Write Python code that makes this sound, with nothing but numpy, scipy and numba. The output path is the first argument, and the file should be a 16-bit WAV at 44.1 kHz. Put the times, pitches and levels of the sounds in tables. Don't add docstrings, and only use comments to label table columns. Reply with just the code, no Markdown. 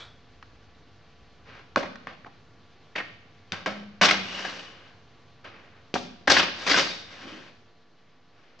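import sys
import numpy as np
from scipy import signal
from scipy.io import wavfile
from numba import njit

SR = 44100
rng = np.random.default_rng(int(sys.argv[2]) if len(sys.argv) > 2 else 0)


def gain_from_decibels(decibels):
    exponent = np.asarray(decibels, float) / 20
    return 10 ** exponent


def wav_record(signal):
    frames = np.transpose(np.atleast_2d(signal))
    bounded = np.clip(frames, -1, 1)
    quanta = np.round(bounded * 32767).astype(np.int16)
    wavfile.write(sys.argv[1], SR, quanta)


N = 379260

# f/Hz, density/dB per Hz
HISS_SPECTRUM = [
    (150, -4),
    (300, -5),
    (500, -11.5),
    (1500, -14),
    (4000, -17.5),
    (5500, -22.5),
    (7000, -34.5),
    (9000, -51.5),
]
# multiple of the mains pitch, level/dB rms
MAINS_HARMONICS = [(3, -72), (5, -74), (9, -72.5), (10, -76.5), (12, -80), (14, -73.5), (16, -77),
                   (20, -80.5), (23, -74), (1, -82), (28, -81), (30, -82), (35, -80), (2, -75)]
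# f/Hz, likeness [0 to 1]
PORT_LIKENESS = [
    (60, 0.93),
    (210, 0.92),
    (750, 0.88),
    (2640, 1),
    (9320, 0.19),
]
# f/Hz, level/dB, t60/s
TOOL_MODES = [
    (1320, -3, 0.33),
    (2300, 1, 0.26),
    (3050, -1, 0.3),
    (3330, 3, .5),
    (3600, 0, 0.3),
]
# f/Hz, t60/s, level/dB
REVERBERATION = [
    (168, 1, 0),
    (525, 0.54, -5),
    (1570, 0.67, -9.5),
    (4600, 0.69, -6.5),
]
# t/s, f/Hz, level/dB, t60/s, hand damps at t/s
BOOMS = [(1.77, 235, -22, 0.064, 2.6), (3.522, 97.4, -41.5, 0.29, 3.6), (4.018, 196, -22, 0.2, 4.3),
         (4.02, 96.4, -43.5, 0.74, 4.4), (5.947, 90, -44.5, 0.35, 6.8), (6.29, 88, -37, 0.55, 6.6),
         (6.7, 86.7, -43, 0.4, 6.9), (6.278, 285, -24, .3, 6.45), (5.945, 250, -33, .3, 6.15),
         (6.7, 288, -26, 0.46, 7.0), (6.761, 130, -44, .5, 8.8), (3.525, 190, -35, .15, 3.65)]
# t/s, f/Hz, level/dB, t60/s, hand damps at t/s
BRACKET_RINGS = [(3.675, 206, -35, .9, 3.93), (3.665, 770, -36, .3, 3.9), (3.665, 1310, -35, .3, 3.9),
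                 (3.665, 2200, -38, .28, 3.9), (2.995, 1830, -37, .12, 3.2), (4.449, 1620, -30, .15, 4.6),
                 (6.276, 1600, -17, .1, 6.4), (6.366, 1630, -20, .15, 6.5), (6.744, 1520, -18, .15, 6.9),
                 (2.257, 800, -45, .15, 2.4), (4.02, 3000, -24, .3, 4.2)]
# t/s, length/s, from f/Hz, to f/Hz, level/dB
SQUEAKS = [
    (2.99, .22, 2960, 2880, -54),
    (7.2, .28, 290, 318, -45),
    (4.2, .38, 2800, 2980, -38),
    (4.55, .4, 2950, 2900, -52),
    (6.8, .33, 3800, 3650, -42),
    (6.75, .3, 4700, 4500, -37),
    (7.2, .3, 3000, 3050, -54),
]
# f/Hz, lift/dB
PANEL_MODES = [(200, 4), (310, 4), (545, 5), (770, 3), (1080, 4), (1290, 2.5), (1580, 5), (1850, 2.5),
               (2140, 3), (2480, 2.5), (2950, 3), (3600, 2.5), (4600, 3), (5700, 3)]
# t/s, level/dB, hold/s, release/dB per s, hiss relative level/dB
RIPS = [
    (4.014, -13.5, 0.024, 188.5, -1.5),
    (4.108, -23.5, 0.006, 295, -2),
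    (6.273, -21, .012, 300, -2),
    (6.297, -22, 0.09, 301.5, 3),
    (6.41, -28, .03, 202.5, -15),
    (6.664, -26, 0.03, 147.5, 1),
    (6.697, -25, 0.1, 156, 2),
]
# first touch t/s, level/dB, swell/s, hold/s, hiss relative level/dB
SLIDES = [
    (1.431, -44.5, 0.073, 0.07, -14),
    (4.225, -34, 0.13, 0.14, -2.5),
    (4.495, -43.5, 0.058, 0.083, -0.5),
    (4.624, -51, 0.062, 0.22, -12),
    (5.438, -40.5, .012, 0.023, -15),
    (5.521, -54, .03, 0.23, -25),
    (6.537, -32.5, 0.17, 0.076, 1.5),
    (7.049, -42, 0.13, 0.14, -5.5),
    (7.288, -49, 0.13, 0.06, -6),
    (8.3, -59.5, 0.07, 0.19, -8),
]
# t/s, level/dB, thud relative level/dB, hiss relative level/dB
DRAGS = [
    (1.775, -32, -8, -2),
    (2.077, -34.5, -6.5, -16),
    (2.958, -26.5, -16, -9),
    (3.526, -27, -11, -7),
    (3.66, -24.5, -1.5, -7),
    (5.941, -34.5, 3, 10),
]
# t/s, peak level/dB, strongest ring f/Hz,
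# crack relative level/dB, thud relative level/dB
BLOWS = [(0.427, -28, 1570, -21, -36), (1.76, -4, 1140, -15, -22), (1.957, -27, 1900, -14, -47),
         (2.071, -18.5, 1240, -22, -18), (2.247, -30.5, 1450, -43, -8), (2.961, -17, 2400, -33, -28),
         (3.521, -13.5, 2600, -5, -23), (3.661, -11.5, 1300, -12.5, -39), (4.013, -2.5, 1660, -20, -26),
         (4.111, -1, 2400, -9, -34.5), (5.446, -38.5, 1190, -4, -27), (5.941, -10, 3600, -11, -4.5),
         (6.278, -3.5, 1500, -19, -11), (6.743, -4.5, 1520, -11, -35), (3.637, -37.5, 1500, -22, -26.5)]
# t/s, peak level/dB, strongest ring f/Hz, crack relative level/dB
BOUNCES = [(1.768, -10.5, 500, -29), (1.792, -33.5, 565, -9), (1.803, -22, 500, -22),
           (1.828, -20, 840, -21), (1.853, -28.5, 1920, -20), (1.875, -45, 894, -10),
           (2.261, -33, 790, -40), (2.954, -18.5, 2170, -36), (2.979, -15, 2400, -25),
           (2.999, -18.5, 1810, -38), (3.673, -19, 620, -22), (4.023, -12, 1650, -28.5),
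           (4.047, -9, 4900, -6), (4.054, -11.5, 1701, -1.5), (4.085, -5.5, 2360, -11),
           (4.389, -23.5, 2970, -12), (4.447, -17, 1670, -16), (4.592, -29, 2970, -12),
           (5.953, -13.5, 780, -38), (5.969, -26, 3500, -29.5), (6.298, -7, 1690, -1.5),
           (6.314, -10, 540, 3.5), (6.367, -10, 3100, -9), (6.365, -5, 1703, -19),
           (6.396, -6.5, 2970, -19.5), (6.429, -12, 2590, -13), (6.711, -7, 4400, -13),
           (6.774, -14, 1500, -4.5), (6.783, -11.5, 4610, -12), (8.589, -46, 608, -2)]
# f/Hz, left minus right level/dB
TRIM_PAN = [
    (300, -3),
    (1500, -1),
    (5000, 3),
]

HISS_DB, RUMBLE_DB, DRAUGHT_DB = -59, -61.5, -72
GUST_DB, GUST_ENDS_S = 9, 2.1
MACHINE_STOPS_S, RUN_DOWN_S = 7.33, 0.55
HISS_LOSS_DB, RUMBLE_LOSS_DB, BUZZ_LOSS_DB = 4, 11, 3
MAINS_HZ = 50
CLINK_DB = -50.5
SQUEAK_PEAK_AT = 0.3
RIP_RISE_S, RIP_THUD_DB, RIP_HOLLOW_DB = 0.001, -10, -5.5
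SLIDE_RELEASE_DB_PER_S, SLIDE_THUD_DB, SLIDE_HOLLOW_DB = 165, -8, -6.5
DRAG_RELEASE_DB_PER_S, DRAG_HOLLOW_DB = 263, -5
BLOW_RATTLE_MS, BOUNCE_RATTLE_MS = 23, 65
BOUNCE_THUD_DB, THUD_DB_PER_OCTAVE = -13.5, -5
WING_ECHO_S, WING_ECHO_DB = 0.0012, -10
MICROPHONE_OFFSET = 0.0013


def rms_one(x):
    return x / np.sqrt(np.mean(x ** 2) + 1e-20)


def at_hz(points, hz):
    table_hz, values = np.array(points).T
    return np.interp(np.log(hz), np.log(table_hz), values)


def band(x, low, high, order=2):
    return signal.sosfilt(signal.butter(order, [low, high], "band", fs=SR, output="sos"), x)


def drift(rate):
    r = np.exp(-80 * np.pi * rate / SR)
    noise = rng.standard_normal(N // 40 + 2002)
    slow = rms_one(signal.lfilter([1], [1, -2 * r, r * r], noise)[2000:])
    return np.interp(np.arange(N) / 40, np.arange(len(slow)), slow)


def resonate(x, hz, width_hz):
    r = np.exp(-np.pi * width_hz / SR)
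    zeros = np.array([1, 0, -1]) * (1 - r * r) / 2
    return signal.lfilter(zeros, [1, -2 * r * np.cos(2 * np.pi * hz / SR), r * r], x)


def lift(x, hz, width_hz, db):
    return x + (gain_from_decibels(db) - 1) * resonate(x, hz, width_hz)


def stereo_band(low, high):
    mid, side = band(rng.standard_normal((2, N)), low, high)
    alike = at_hz(PORT_LIKENESS, np.sqrt(low * high))
    return rms_one(np.sqrt(1 + alike) * mid + np.sqrt(1 - alike) * side * [[1], [-1]])


def background():
    t = np.arange(N) / SR
    stopped = np.clip((t - MACHINE_STOPS_S) / RUN_DOWN_S, 0, 1)
    gust_db = GUST_DB * np.clip((GUST_ENDS_S - t) / 0.27, 0, 1)
    hiss = 0
    edges = 150 * 2 ** np.arange(0, 6.1, 0.5)
    for low, high in zip(edges, edges[1:]):
        density_db = at_hz(HISS_SPECTRUM, np.sqrt(low * high)) + 1.1 * drift(11)
        hiss = hiss + gain_from_decibels(density_db) * np.sqrt(high - low) * stereo_band(low, high)
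    hiss = gain_from_decibels(HISS_DB - HISS_LOSS_DB * stopped) * rms_one(hiss)
    rumble_db = RUMBLE_DB - RUMBLE_LOSS_DB * stopped + 0.6 * drift(4.3)
    rumble = gain_from_decibels(rumble_db) * stereo_band(86, 125)
    draught_db = DRAUGHT_DB + gust_db - RUMBLE_LOSS_DB * stopped + 0.6 * drift(5)
    draught = gain_from_decibels(draught_db) * stereo_band(46, 75)
    buzz = 0
    for multiple, db in MAINS_HARMONICS:
        phase = 2 * np.pi * (MAINS_HZ * multiple * t + rng.random())
        buzz = buzz + gain_from_decibels(db + 3) * np.sin(phase)
    return hiss + rumble + draught + gain_from_decibels(1.1 - BUZZ_LOSS_DB * stopped) * buzz


def clink():
    t, noise = np.arange(N) / SR, rng.standard_normal(N)
    out = gain_from_decibels(3.5 - 60 * t / 0.49) * rms_one(band(noise, 360, 2700))
    for hz, db, t60 in TOOL_MODES:
        out += gain_from_decibels(db - 60 * t / t60) * rms_one(resonate(noise, hz, 73))
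    return gain_from_decibels(CLINK_DB) * out


def shop(x):
    t = np.arange(SR) / SR
    onset = np.clip((t - 0.006) / 0.0058, 0, 1)
    tail = np.zeros((2, SR))
    for hz, t60, db in REVERBERATION:
        shared, own = rng.standard_normal(SR), rng.standard_normal((2, SR))
        noise = (0.31 + 300 / hz) * shared + own
        part = band(noise, hz / 2.24, hz * 1.26) * gain_from_decibels(-60 * t / t60) * onset
        energy = np.sum(part ** 2) / 2
        tail += gain_from_decibels(db) * part / np.sqrt(energy / (hz * 0.98 / SR))
    return signal.fftconvolve(x[None], tail, axes=1)[:, :N]


def dying(s, hz, db, t60, rise_s):
    t = np.maximum(np.arange(N) / SR - s, 0)
    return gain_from_decibels(db - 60 * t / t60) * np.sin(2 * np.pi * hz * t) * (1 - np.exp(-t / rise_s))


def cavity():
    t, out = np.arange(N) / SR, np.zeros(N)
    for s, hz, db, t60, damped_at in [*BOOMS, *BRACKET_RINGS]:
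        out += dying(s, hz, db, t60, 0.0013) * np.clip((damped_at - t) / 0.021, 0, 1)
    return out


@njit
def gliding(x, cosine, r):
    y = np.zeros(len(x))
    for i in range(2, len(x)):
        y[i] = x[i] - x[i - 2] + 2 * r * cosine[i] * y[i - 1] - r * r * y[i - 2]
    return y


def squeaks():
    out, t = np.zeros(N), np.arange(N) / SR
    for s, length_s, from_hz, to_hz, db in SQUEAKS:
        done = (t - s) / length_s
        hz = from_hz + (to_hz - from_hz) * np.clip(done, 0, 1)
        shape = np.interp(done, [0, SQUEAK_PEAK_AT, 1], [0, 1, 0])
        force = rng.standard_normal(N) * gain_from_decibels(3.5 * drift(30))
        r = np.exp(-np.pi * (40 + 0.025 * from_hz) / SR)
        tone = rms_one(gliding(force, np.cos(2 * np.pi * hz / SR), r))
        out += tone * gain_from_decibels(db) * shape
    return out


def grains(count, per_s, spread_db):
    sizes = gain_from_decibels(spread_db * np.minimum(rng.exponential(1, count), 4)) * rng.choice([-1, 1], count)
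    return sizes * (rng.random(count) < per_s / SR) + 1e-9


def panel(force, scatter_db, edges):
    scatter = scatter_db * rng.standard_normal(len(PANEL_MODES))
    for (hz, db), own_db in zip(PANEL_MODES, scatter):
        force = lift(force, hz, 30 + 0.06 * hz, db + own_db)
    return [band(force, low, high) for low, high in zip(edges, edges[1:])]


def stroke(s, db, rise_s, hold_s, release_db_per_s, slowing):
    t = np.arange(N) / SR - s
    after = np.maximum(t - rise_s - hold_s, 0)
    release_db = release_db_per_s * after / np.sqrt(1 + slowing * after)
    return np.clip(t / rise_s, 0, 1) * gain_from_decibels(db - release_db)


def rubbing():
    force = grains(N, 9000, 1.84) * gain_from_decibels(1.22 * drift(20))
    thud, hollow, body, hiss = map(rms_one, panel(force, 0, (170, 500, 1300, 3000, 6200)))
    strokes = []
    for s, db, hold_s, release, hiss_db in RIPS:
        touch = stroke(s, db, RIP_RISE_S, hold_s, release, 2.5)
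        strokes.append((touch, RIP_THUD_DB, RIP_HOLLOW_DB, hiss_db))
    for s, db, swell_s, hold_s, hiss_db in SLIDES:
        touch = stroke(s, db, swell_s, hold_s, SLIDE_RELEASE_DB_PER_S, 0)
        strokes.append((touch, SLIDE_THUD_DB, SLIDE_HOLLOW_DB, hiss_db))
    for s, db, thud_db, hiss_db in DRAGS:
        touch = stroke(s, db, RIP_RISE_S, 0, DRAG_RELEASE_DB_PER_S, 6.3)
        strokes.append((touch, thud_db, DRAG_HOLLOW_DB, hiss_db))
    out = np.zeros((3, N))
    for touch, thud_db, hollow_db, hiss_db in strokes:
        ranges = [thud * gain_from_decibels(thud_db), body - hollow * gain_from_decibels(hollow_db), -hiss * gain_from_decibels(hiss_db)]
        out += touch * gain_from_decibels(-6.5) * np.array(ranges)
    return out


def blows(table, t60_ms, snap_db, rise_s, ring_share):
    size = SR // 4
    t, out = np.arange(size) / SR, np.zeros((3, N + size))
    rattle_shape = gain_from_decibels(-60e3 * t / t60_ms) * np.minimum(t / rise_s, 1)
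    for s, db, ring_hz, crack_db, thud_db in table:
        force = rms_one(grains(size, 14000, 0.61)) * rattle_shape
        force[30] += gain_from_decibels(snap_db)
        thud, body, crack = panel(force, 2, (160, 500, 3000, 6200))
        body = lift(body, ring_hz, ring_share * ring_hz, 14)
        body = band(body, 300, 1200 + 1.6 * ring_hz, order=1)
        at = max(round(s * SR) - 40, 0)
        parts = [(thud, thud_db - 2.5), (-body, -3), (crack, crack_db + 0.5)]
        for row, (part, level_db) in enumerate(parts):
            out[row, at:at + size] += gain_from_decibels(db + level_db) * part / np.abs(part).max()
    return out[:, :N]


def scene():
    bounces = []
    for s, db, hz, crack_db in BOUNCES:
        thud_db = BOUNCE_THUD_DB + THUD_DB_PER_OCTAVE * np.log2(hz / 1000)
        bounces.append((s, db, hz, crack_db, thud_db))
    trim = blows(BLOWS, BLOW_RATTLE_MS, snap_db=16, rise_s=0.0012, ring_share=0.4)
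    trim += blows(bounces, BOUNCE_RATTLE_MS, snap_db=3, rise_s=0.005, ring_share=0.2)
    trim += rubbing()
    trim[0] += cavity()
    trim[2] += squeaks()
    pan_db = np.array(TRIM_PAN)[:, 1] / 2
    direct = np.array([gain_from_decibels(pan_db) @ trim, gain_from_decibels(-pan_db) @ trim])
    direct[1] = 0.8 * direct[1] + 0.25 * np.roll(direct[1], 6)
    reflected = np.roll(trim[1] + trim[2], round(WING_ECHO_S * SR))
    echo = gain_from_decibels(WING_ECHO_DB) * reflected * [[1], [-1]]
    return direct + echo + shop(trim.sum(axis=0)) + clink() + background()


def band_limit(x):
    return signal.sosfilt(signal.butter(12, 9920, fs=SR, output="sos"), x)


def record(dry):
    steep_top = signal.sosfilt(signal.cheby2(10, 40, 10000, fs=SR, output="sos"), dry)
    dull = signal.sosfilt(signal.butter(4, 6300, fs=SR, output="sos"), steep_top)
    mix = 1.032 * np.tanh(dull / 1.057) + MICROPHONE_OFFSET
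    return band_limit(mix)


dry = scene()
out = record(dry)
wav_record(out)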